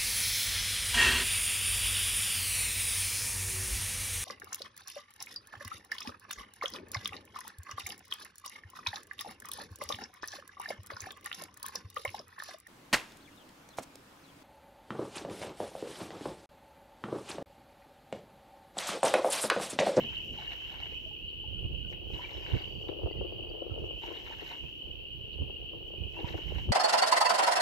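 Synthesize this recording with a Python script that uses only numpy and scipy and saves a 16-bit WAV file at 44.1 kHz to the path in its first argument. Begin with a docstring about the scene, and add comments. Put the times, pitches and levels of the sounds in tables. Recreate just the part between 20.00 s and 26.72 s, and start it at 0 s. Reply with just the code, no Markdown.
"""Geese bathe in a flooded wood: bubbles and hissing noise make churned water, from the first moment.
All along, many small frogs peep near 3 kHz as short rising tones over a wash of filtered noise.
From about 1.5 s the breeze rumbles harder on the right port and gliding whistles come from far songbirds.
New bouts of wing beats splash near 0.3, 2.1, 4 and 6.1 s; soft noise knocks crowd the left port near 3 s.
A bright drip patters near 5.3 s, and the last splashes end among thumps of wind, made of noise swells."""
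import sys
import numpy as np
from scipy import signal
from scipy.fft import rfft, irfft, next_fast_len
from scipy.io import wavfile

SR = 44100
rng = np.random.default_rng(int(sys.argv[2]) if len(sys.argv) > 2 else 0)


def file_out(sig):
    """Save sig as 16-bit WAV at sys.argv[1]."""
    # one column per channel
    cols = np.atleast_2d(sig).T
    # limit, then scale
    lim = np.clip(cols, -1, 1)
    pcm = np.round(lim * 32767).astype(np.int16)
    wavfile.write(sys.argv[1], SR, pcm)


N = 296352
TIME = np.arange(N) / SR   # seconds

# single slaps and plops on the water: (time [s], level [dB], decay [s])
SLAPS = [(0.514, -39, 0.005), (0.802, -49.5, 0.009), (1.926, -42.5, 0.0072), (2.463, -48.5, 0.027),
         (2.8846, -43, 0.0088), (4.075, -44, 0.0039), (6.285, -46, 0.0087), (6.372, -50, 0.0057),
         (6.583, -40, 0.0085)]
# heavy wing strokes that throw a sheet of water: (time [s], level [dB], half-width [s])
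WING_STROKES = [(0.182, -58, 0.065), (.41, -57, 0.018), (0.533, -52, 0.006), (2.164, -54.5, 0.022),
                (2.331, -62, 0.0067), (2.55, -57, 0.015), (4.058, -57.5, 0.01), (4.489, -53.5, 0.035),
                (6.294, -50.5, 0.024), (6.379, -51.5, 0.0074), (6.59, -56, 0.047)]
# drops flicked up by a dipping or shaken head: (time [s], level [dB])
HEAD_DIPS = [(1.91, -69), (3.8, -78), (3.86, -74), (5.885, -77), (1.08, -80), (2.83, -79)]
# wing beats fanning the air: (time [s], level [dB])
WING_BEATS = [(.01, -46), (.31, -50)]
# tone of the churned water: (frequency [Hz], relative level [dB])
SPLASH_COLOUR = [(200, -21), (400, -7), (900, 1.5), (1250, -4.5), (1600, -5.5), (2100, 4.5), (3000, -5.5),
                 (3900, -4), (5000, -23.5), (7500, -39.5), (9000, -57.5)]
# tone of the flying spray: (frequency [Hz], relative level [dB])
SPRAY_COLOUR = [(3500, -3), (4500, 3.5), (5800, 7.5), (6800, 0.5), (7700, 1), (8400, -30), (9700, -30),
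                (11000, -7.5), (12600, 3), (14000, -0.5), (16000, -51.5)]
# how far the left port leads for sound from the birds: (frequency [Hz], phase [radians])
BIRD_PORT_PHASE = [(0, 0.5), (950, 0.95), (1550, 6), (2240, 1.5), (3100, 9.5), (3800, 7), (5700, 0)]
CHURN_UNEVEN_DB = 2.6
# spray hangs in the air and falls back after the wings have stopped
SPRAY_DB, SPRAY_RISE_S, SPRAY_FALL_S = -16.5, 0.18, 0.23
SPRAY_LEAD_S = 0.15   # the first drops fly as the bird ducks, before the wings hit
STROKE_SPRAY_DB = -19.5   # relative to the stroke


def geese():
    """Churned water under the wings, sharp slaps, the spray that follows, and fanned air."""
    strokes = sum(from_db(db) * swell(s, width_s) for s, db, width_s in WING_STROKES)
    churn = bouts(attack_s=0.0092, release_s=0.083) + strokes
    churn = churn * from_db(CHURN_UNEVEN_DB * drift(45))
    for s, db, decay_s in SLAPS:
        at, age = int(s * SR), TIME[:SR // 10]
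        slap = (1 - np.exp(-age / 0.00018)) * np.exp(-age / decay_s)
        churn[at:at + len(age)] += from_db(db) * slap

    thrown = from_db(SPRAY_DB) * bouts(SPRAY_RISE_S, SPRAY_FALL_S, SPRAY_LEAD_S)
    thrown = thrown + from_db(STROKE_SPRAY_DB) * strokes
    flicked = sum(from_db(db) * swell(s, width_s=0.018) for s, db in HEAD_DIPS)

    bubbles = water(per_s=2200, cycles=22, spread_db=4.2, hiss_db=-7, low_hz=450, high_hz=5500)
    drops = water(per_s=2500, cycles=8, spread_db=4.4, hiss_db=1, low_hz=3500, high_hz=14000)
    splash = churn * lead(rms_one(colour(bubbles, SPLASH_COLOUR)), BIRD_PORT_PHASE) * pan(2.2)
    spray = (thrown + flicked) * rms_one(colour(drops, SPRAY_COLOUR)) * pan(-4)

    beats = sum(from_db(db) * swell(s, width_s=0.07) for s, db in WING_BEATS)
    air_colour = [(50, -8.5), (130, -2.0), (260, -4.5), (600, -13.0), (1500, -56)]
    whoosh = beats * rms_one(colour(stereo_noise(alike=1.0), air_colour))
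    scatter = from_db(-11.5) * woods(splash + spray, t60=0.35)
    return splash + spray + whoosh + scatter


# bouts of wings thrashing the water: (start time [s], length [s], level [dB])
WING_BOUTS = [(-.2, 0.19, -47.5), (0.326, 0.53, -53), (2.132, .46, -52), (4.011, 0.51, -52),
              (6.134, 0.39, -54)]


def bouts(attack_s, release_s, lead_s=0):
    """Strength of the thrashing: each bout builds up, holds and dies away."""
    level = 0
    for s, length_s, db in WING_BOUTS:
        rise = np.clip((TIME - s + lead_s) / attack_s, 0, 1) ** 2
        fall = np.exp(-np.maximum(TIME - s - length_s, 0) / release_s)
        level = level + from_db(db) * rise * fall
    return level


def water(per_s, cycles, spread_db, hiss_db, low_hz, high_hz):
    """Drops trap bubbles of all sizes that ring briefly, over the hiss of tearing water."""
    clicks = grains(per_s, spread_db)
    dealt = rng.integers(0, 32, N)   # which of 32 bubble sizes each click sets ringing
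    bubbles = 0
    for k, hz in enumerate(np.geomspace(low_hz, high_hz, 32)):
        ringing = ring(clicks * (dealt == k), hz, cycles / hz)
        bubbles = bubbles + rms_one(ringing) * np.sqrt(hz)
    hiss = rms_one(colour(stereo_noise(alike=0), [(high_hz, 0), (2 * high_hz, -12)]))
    return rms_one(rms_one(bubbles) + from_db(hiss_db) * hiss)


# big bubbles trapped as a bird plunges or the water settles:
# (time [s], starting pitch [Hz], level [dB])
BIG_BUBBLES = [(.385, 836, -42), (.824, 913, -50), (1.06, 630, -48), (1.11, 825, -52.5), (1.44, 840, -49),
               (2.193, 962, -38), (3.704, 1280, -49.5), (4.035, 900, -37.5), (4.106, 1025, -43),
               (4.31, 890, -41.5), (6.167, 938, -41), (6.19, 793, -42), (6.244, 932, -36.5),
               (6.38, 860, -44)]


def plunges(decay_s=0.0097, rise_per_s=2.5):
    """A large bubble rings and rises in pitch as it nears the surface."""
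    out, age = np.zeros(N), TIME[:SR // 12]
    for s, hz, db in BIG_BUBBLES:
        at = int(s * SR)
        phase = 2 * np.pi * hz * (age + rise_per_s * age ** 2 / 2)
        fade = np.exp(-age / decay_s) * (1 - np.exp(-age / 0.00026))
        out[at:at + len(age)] += from_db(db) * np.sin(phase) * fade
    return lead(out * pan(3), BIRD_PORT_PHASE) + from_db(-5.0) * woods(out, t60=0.2)


# lone bright drips: (time [s], level [dB])
DRIPS = [(5.335, -61), (1.3, -64)]


def drips():
    """Water running off the feathers makes a brief, bright patter of filtered noise."""
    level = sum(from_db(db) * swell(s, width_s=0.011) for s, db in DRIPS)
    bright = [(2500, -29), (3700, 1), (4400, 0), (5200, -21.5), (7000, -32), (10000, -59.5)]
    return level * rms_one(colour(stereo_noise(alike=0.43), bright))


# strength of the frog chorus: (time [s], level [dB])
CHORUS_LEVEL = [(0, -39), (.4, -42.5), (3, -43.5), (4.5, -44.5), (6.72, -43)]
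# tone of the far wash of frogs: (frequency [Hz], relative level [dB])
CHORUS_COLOUR = [(2000, -50), (2300, -33), (2500, -12.5), (2650, -13), (2800, -5), (2950, 1.5),
                 (3100, -4.5), (3220, -5.5), (3350, -17.5), (3500, -33), (3900, -63.5)]
PEEP_ROUGH_DB, WOODS_T60_S = 3, 0.77


def frogs():
    """Nearer frogs stand out as single, slightly rough peeps; the farthest merge into a wash."""
    calls = peeps()
    calls = calls * from_db(PEEP_ROUGH_DB * drift(140))
    near_colour = [(2400, -0.5), (2700, -6.0), (2950, -2), (3300, -6)]
    near = rms_one(colour(calls + 0.4 * woods(calls, WOODS_T60_S), near_colour))

    wash = rms_one(colour(stereo_noise(alike=0.31), CHORUS_COLOUR))
    far = lead(wash, [(0, -7.5), (2400, 0.9), (3100, 2.5), (3450, 4.5)])
    level = from_db(np.interp(TIME, *np.transpose(CHORUS_LEVEL)))
    return level * (0.8 * near + 0.6 * far)


FROG_COUNT, FROG_PITCH_HZ, FROG_SPREAD_HZ = 110, 3042, 115
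PEEP_S, PEEP_PERIOD_S = 0.08, 0.7   # each frog's own pace varies around this period
PEEP_GLIDE = 0.1   # share of the top pitch missing at the start of a peep


def peeps():
    """Each frog repeats a rising peep at its own pitch, pace and direction; every call varies a little."""
    out, age = np.zeros((2, N + SR)), np.linspace(0, 1, int(PEEP_S * SR))
    shape = np.sqrt(age * (1 - age))
    frog_traits = rng.standard_normal((FROG_COUNT, 5))
    call_traits = rng.standard_normal((FROG_COUNT, 16, 3))
    for (pitch, distance, pace, start, bearing), calls in zip(frog_traits, call_traits):
        ear_phase = np.array([[0], [1.82 + 1.02 * bearing]])   # the right side's lag, radians
        for k, (late, sharp, effort) in enumerate(calls):
            at = int((k + start % 1 + late / 10) * PEEP_PERIOD_S * from_db(pace) * SR)
            if 0 <= at < N:
                top_hz = FROG_PITCH_HZ + FROG_SPREAD_HZ * np.clip(pitch + sharp / 2, -3, 1.6)
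                hz = top_hz * (1 - PEEP_GLIDE * (1 - age) ** 1.498)
                phase = 2 * np.pi * np.cumsum(hz) / SR - ear_phase
                level = from_db(2 * np.clip(distance + effort, -3, 1.5))
                out[:, at:at + len(age)] += np.sin(phase) * shape * level
    return out[:, len(age):N + len(age)]   # begin with calls already under way


# songbird notes: (time [s], length [s], start pitch [Hz], end pitch [Hz], level before blurring [dB])
SONG_NOTES = [(1.548, 0.073, 1420, 1360, -71.5), (1.83, .06, 1530, 1480, -67),
              (2.075, 0.065, 1470, 1390, -67), (2.234, 0.056, 2310, 2350, -49.5),
              (2.331, 0.019, 5320, 5180, -56.5), (2.371, .1, 4880, 4830, -67),
              (2.376, .55, 4610, 4610, -64.5), (2.802, 0.88, 4630, 4600, -76),
              (3.087, .14, 2030, 2000, -71.5)]


def songbird():
    """A few thin, wavering whistles, blurred by the trees."""
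    out, wobble = np.zeros(N), 1 + 0.015 * drift(300)
    for s, length_s, start_hz, end_hz, db in SONG_NOTES:
        at, along = int(s * SR), np.linspace(0, 1, int(length_s * SR))
        hz = (start_hz + (end_hz - start_hz) * along) * wobble[at:at + len(along)]
        whistle = np.sin(2 * np.pi * np.cumsum(hz) / SR)
        out[at:at + len(along)] += from_db(db) * np.sin(np.pi * along) * whistle
    direct = 0.55 * out * from_db(8.1 * drift(60))   # the direct sound flickers
    return direct + woods(out, t60=0.95)


# rumble of the breeze, mostly on the right port: (time [s], level [dB])
BREEZE_RIGHT = [(0, -55), (1.4, -51.5), (1.6, -40.5), (2.3, -51), (2.8, -47.5), (3.5, -49.5), (4.5, -55.5),
                (5.2, -47.5), (5.6, -50.5), (6.3, -50.5), (6.72, -38)]
# tone of the rumbling bed: (frequency [Hz], relative level [dB])
RUMBLE_COLOUR = [(20, -28), (35, -4), (55, 3), (100, -4), (150, -9), (250, -21.5), (500, -25.5),
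                 (1000, -70.5)]
# eddies that thump the ports: (time [s], level [dB], left over right [dB], half-width [s])
EDDIES = [(1.524, -39.5, -35, 0.026), (1.661, -29.5, -4.5, 0.014), (1.715, -29, -1.5, 0.011),
          (2.148, -32, -42, 0.015), (2.548, -18, -12, 0.014), (2.77, -38, -34, 0.017),
          (3.051, -25, -10, 0.013), (3.197, -32, -24, 0.026), (3.381, -42, -23, 0.05),
          (3.719, -31.5, -39, 0.011), (3.823, -34.5, -31, 0.024), (4.642, -37.5, -19, .014),
          (5.419, -24.5, -9, 0.013), (6.016, -33, -34, 0.037), (6.243, -24.5, -38, 0.007),
          (6.349, -30, -35, 0.025), (6.485, -32.5, -33, .018), (6.564, -30.5, -26, 0.015),
          (6.633, -34.5, 1, 0.042), (6.708, -20, 4, .016)]
# tone of the eddies: (frequency [Hz], relative level [dB])
EDDY_COLOUR = [(20, -18), (40, -10.5), (60, 7), (110, 0.5), (200, -10.5), (350, -16.5), (650, -49.5),
               (1000, -45), (2000, -78.5)]


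def rumble():
    """Turbulence on the ports: a low bed, and single eddies that swell and pass."""
    bed = rms_one(colour(stereo_noise(alike=0), RUMBLE_COLOUR))
    out = bed * breeze(BREEZE_RIGHT) * pan(-36.0)
    eddy_noise = colour(stereo_noise(alike=0), EDDY_COLOUR)
    for s, db, balance_db, width_s in EDDIES:
        eddy = eddy_noise * swell(s, width_s)
        eddy = eddy / np.abs(eddy).max(axis=1, keepdims=True)
        out += eddy * from_db(db) * pan(balance_db)
    return out


# flutter of the breeze, mostly on the left port: (time [s], level [dB])
BREEZE_LEFT = [(0, -70), (.7, -70), (1.4, -61.5), (2.7, -52), (2.95, -45), (4.2, -51.5), (4.55, -66),
               (5.25, -59), (5.45, -52), (6.03, -53.5), (6.12, -62.5), (6.19, -44.5), (6.72, -67)]
# tone of the flutter and knocks: (frequency [Hz], relative level [dB])
FLUTTER_COLOUR = [(80, -21), (200, -31.5), (330, 3.5), (480, 0), (700, -9.5), (1000, -19.5), (1400, -30.5),
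                  (2200, -51.5), (4000, -67)]
# soft knocks at the left port: (time [s], level [dB])
KNOCKS = [(0.919, -45), (2.1, -37.5), (2.799, -47), (2.889, -31), (2.989, -38.5), (3.069, -34),
          (3.208, -32.5), (3.433, -45.5), (3.619, -31.5), (3.661, -37.5), (3.776, -35.5), (3.835, -37),
          (4.42, -41), (5.496, -41), (5.731, -41), (6.342, -31), (6.383, -37), (6.515, -36), (6.687, -36)]
EDDY_FLUTTER_DB = -28.5   # flutter that an eddy stirs up, relative to the eddy's level


def flutter(knock_s=0.0031, hollow_hz=430):
    """Irregular soft puffs and knocks, coloured by the hollow behind the left port."""
    puffs = np.array([grains(per_s=340, spread_db=4.0) for side in range(2)])
    stirred = sum(from_db(db + EDDY_FLUTTER_DB) * swell(s, width_s) for s, db, _, width_s in EDDIES)
    level = breeze(BREEZE_LEFT) * pan(13.3) + stirred
    out = rms_one(colour(puffs, FLUTTER_COLOUR)) * level
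    for s, db in KNOCKS:
        at, age = int(s * SR), TIME[:SR // 20]
        push = age / knock_s * np.exp(1 - age / knock_s)
        thud = colour(rng.standard_normal(len(age)) * push, FLUTTER_COLOUR)
        hz = hollow_hz * from_db(rng.normal())   # each knock at a slightly different pitch
        tone = 0.5 * push * np.sin(2 * np.pi * hz * age)
        knock = thud / np.abs(thud).max() + tone
        out[:, at:at + len(knock)] += knock[:N - at] * from_db(db) * pan(23)
    return out


def breeze(rows):
    """Slow strength of the wind with quick random gusts on it."""
    gusts_db = 2 * drift(16)
    return from_db(np.interp(TIME, *np.transpose(rows)) + gusts_db)


# tone of the still air over the water: (frequency [Hz], relative level [dB])
AIR_COLOUR = [(30, -8), (100, -5.5), (350, 10.5), (700, -7.5), (1200, -17), (2000, -17.5), (3500, -11.5),
              (4500, -12.5), (5000, -25), (5900, -23), (7000, -53), (9500, -41.5), (12500, -22),
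              (15600, -20)]


def still_air(level_db=-57):
    """A steady, faint bed of filtered noise."""
    return from_db(level_db) * rms_one(colour(stereo_noise(alike=0.078), AIR_COLOUR))


def woods(x, t60):
    """Scatter from the trunks: a diffuse tail, different on each side, falling 60 dB in t60 seconds."""
    tail = rng.standard_normal((2, SR)) * from_db(-60 * TIME[:SR] / t60)
    tail /= np.sqrt(np.sum(tail ** 2, axis=1, keepdims=True))
    return signal.fftconvolve(np.atleast_2d(x), tail, axes=1)[:, :N]


def lead(x, phase):
    """Hold the right side back by a phase that depends on frequency."""
    hz, radians = np.transpose(phase)
    turn = np.exp(-1j * np.interp(np.arange(N // 2 + 1) * SR / N, hz, radians))
    return np.array([x[0], irfft(rfft(x[1]) * turn, N)])


def pan(db):
    """Left and right gains whose mean is 1; positive dB makes the left louder."""
    gains = from_db(np.array([[db], [-db]]) / 2)
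    return gains / gains.mean()


def swell(s, width_s):
    """A bell-shaped rise and fall around a moment."""
    return np.exp(-0.5 * ((TIME - s) / width_s) ** 2)


def drift(rate):
    """Smooth random wandering of unit RMS, with `rate` new random values a second."""
    knots = np.arange(0, N / SR + 1, 1 / rate)
    return rms_one(np.interp(TIME, knots, rng.standard_normal(len(knots))))


def grains(per_s, spread_db):
    """Random clicks, many small and a few large."""
    sizes = from_db(spread_db * np.minimum(rng.exponential(1, N), 4))
    return sizes * rng.choice([-1, 1], N) * (rng.random(N) < per_s / SR)


def ring(clicks, hz, t60):
    """Each click sets a sine ringing that falls 60 dB in t60 seconds."""
    r, w = from_db(-60 / (t60 * SR)), 2 * np.pi * hz / SR
    return signal.lfilter([0, np.sin(w)], [1, -2 * r * np.cos(w), r * r], clicks + 1e-18)


def stereo_noise(alike):
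    """White noise with a given left-right correlation."""
    mid, side = rng.standard_normal((2, N))
    alike = np.clip(alike, -1, 1)
    return rms_one(np.sqrt(1 + alike) * mid + np.sqrt(1 - alike) * side * [[1], [-1]])


def colour(x, points):
    """Causal (minimum-phase) filter with the given (Hz, dB) response."""
    size = 2 * next_fast_len(x.shape[-1] // 2 + 4096)
    hz, db = np.transpose(points)
    bins = np.maximum(np.arange(size // 2 + 1) * SR / size, 1)
    gain = from_db(np.interp(np.log(bins), np.log(hz), db))
    # folding the cepstrum forward in time gives the minimum-phase response
    cepstrum = irfft(np.log(gain))
    cepstrum[1:size // 2] *= 2
    cepstrum[size // 2 + 1:] = 0
    return irfft(rfft(x, size) * np.exp(rfft(cepstrum)))[..., :x.shape[-1]]


def from_db(db):
    """Turn decibels into a plain gain."""
    return 10 ** (np.asarray(db) / 20)


def rms_one(x):
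    """Scale a sound to an RMS level of 1."""
    return x / np.sqrt(np.mean(x ** 2) + 1e-20)


def scene():
    """Birds and frogs over still air, with the breeze close by."""
    birds = geese() + plunges() + drips()
    wind = rumble() + flutter()
    return birds + frogs() + songbird() + wind + still_air()


def record(dry, cutoff_hz=15750):
    """The top is cut steeply and the ends are eased."""
    ease = np.clip(np.minimum(TIME, TIME[-1] - TIME) / 0.003, 0, 1)
    steep = signal.ellip(12, 0.1, 80, cutoff_hz, fs=SR, output="sos")
    return signal.sosfilt(steep, dry * ease)


dry = scene()
out = record(dry)
file_out(out)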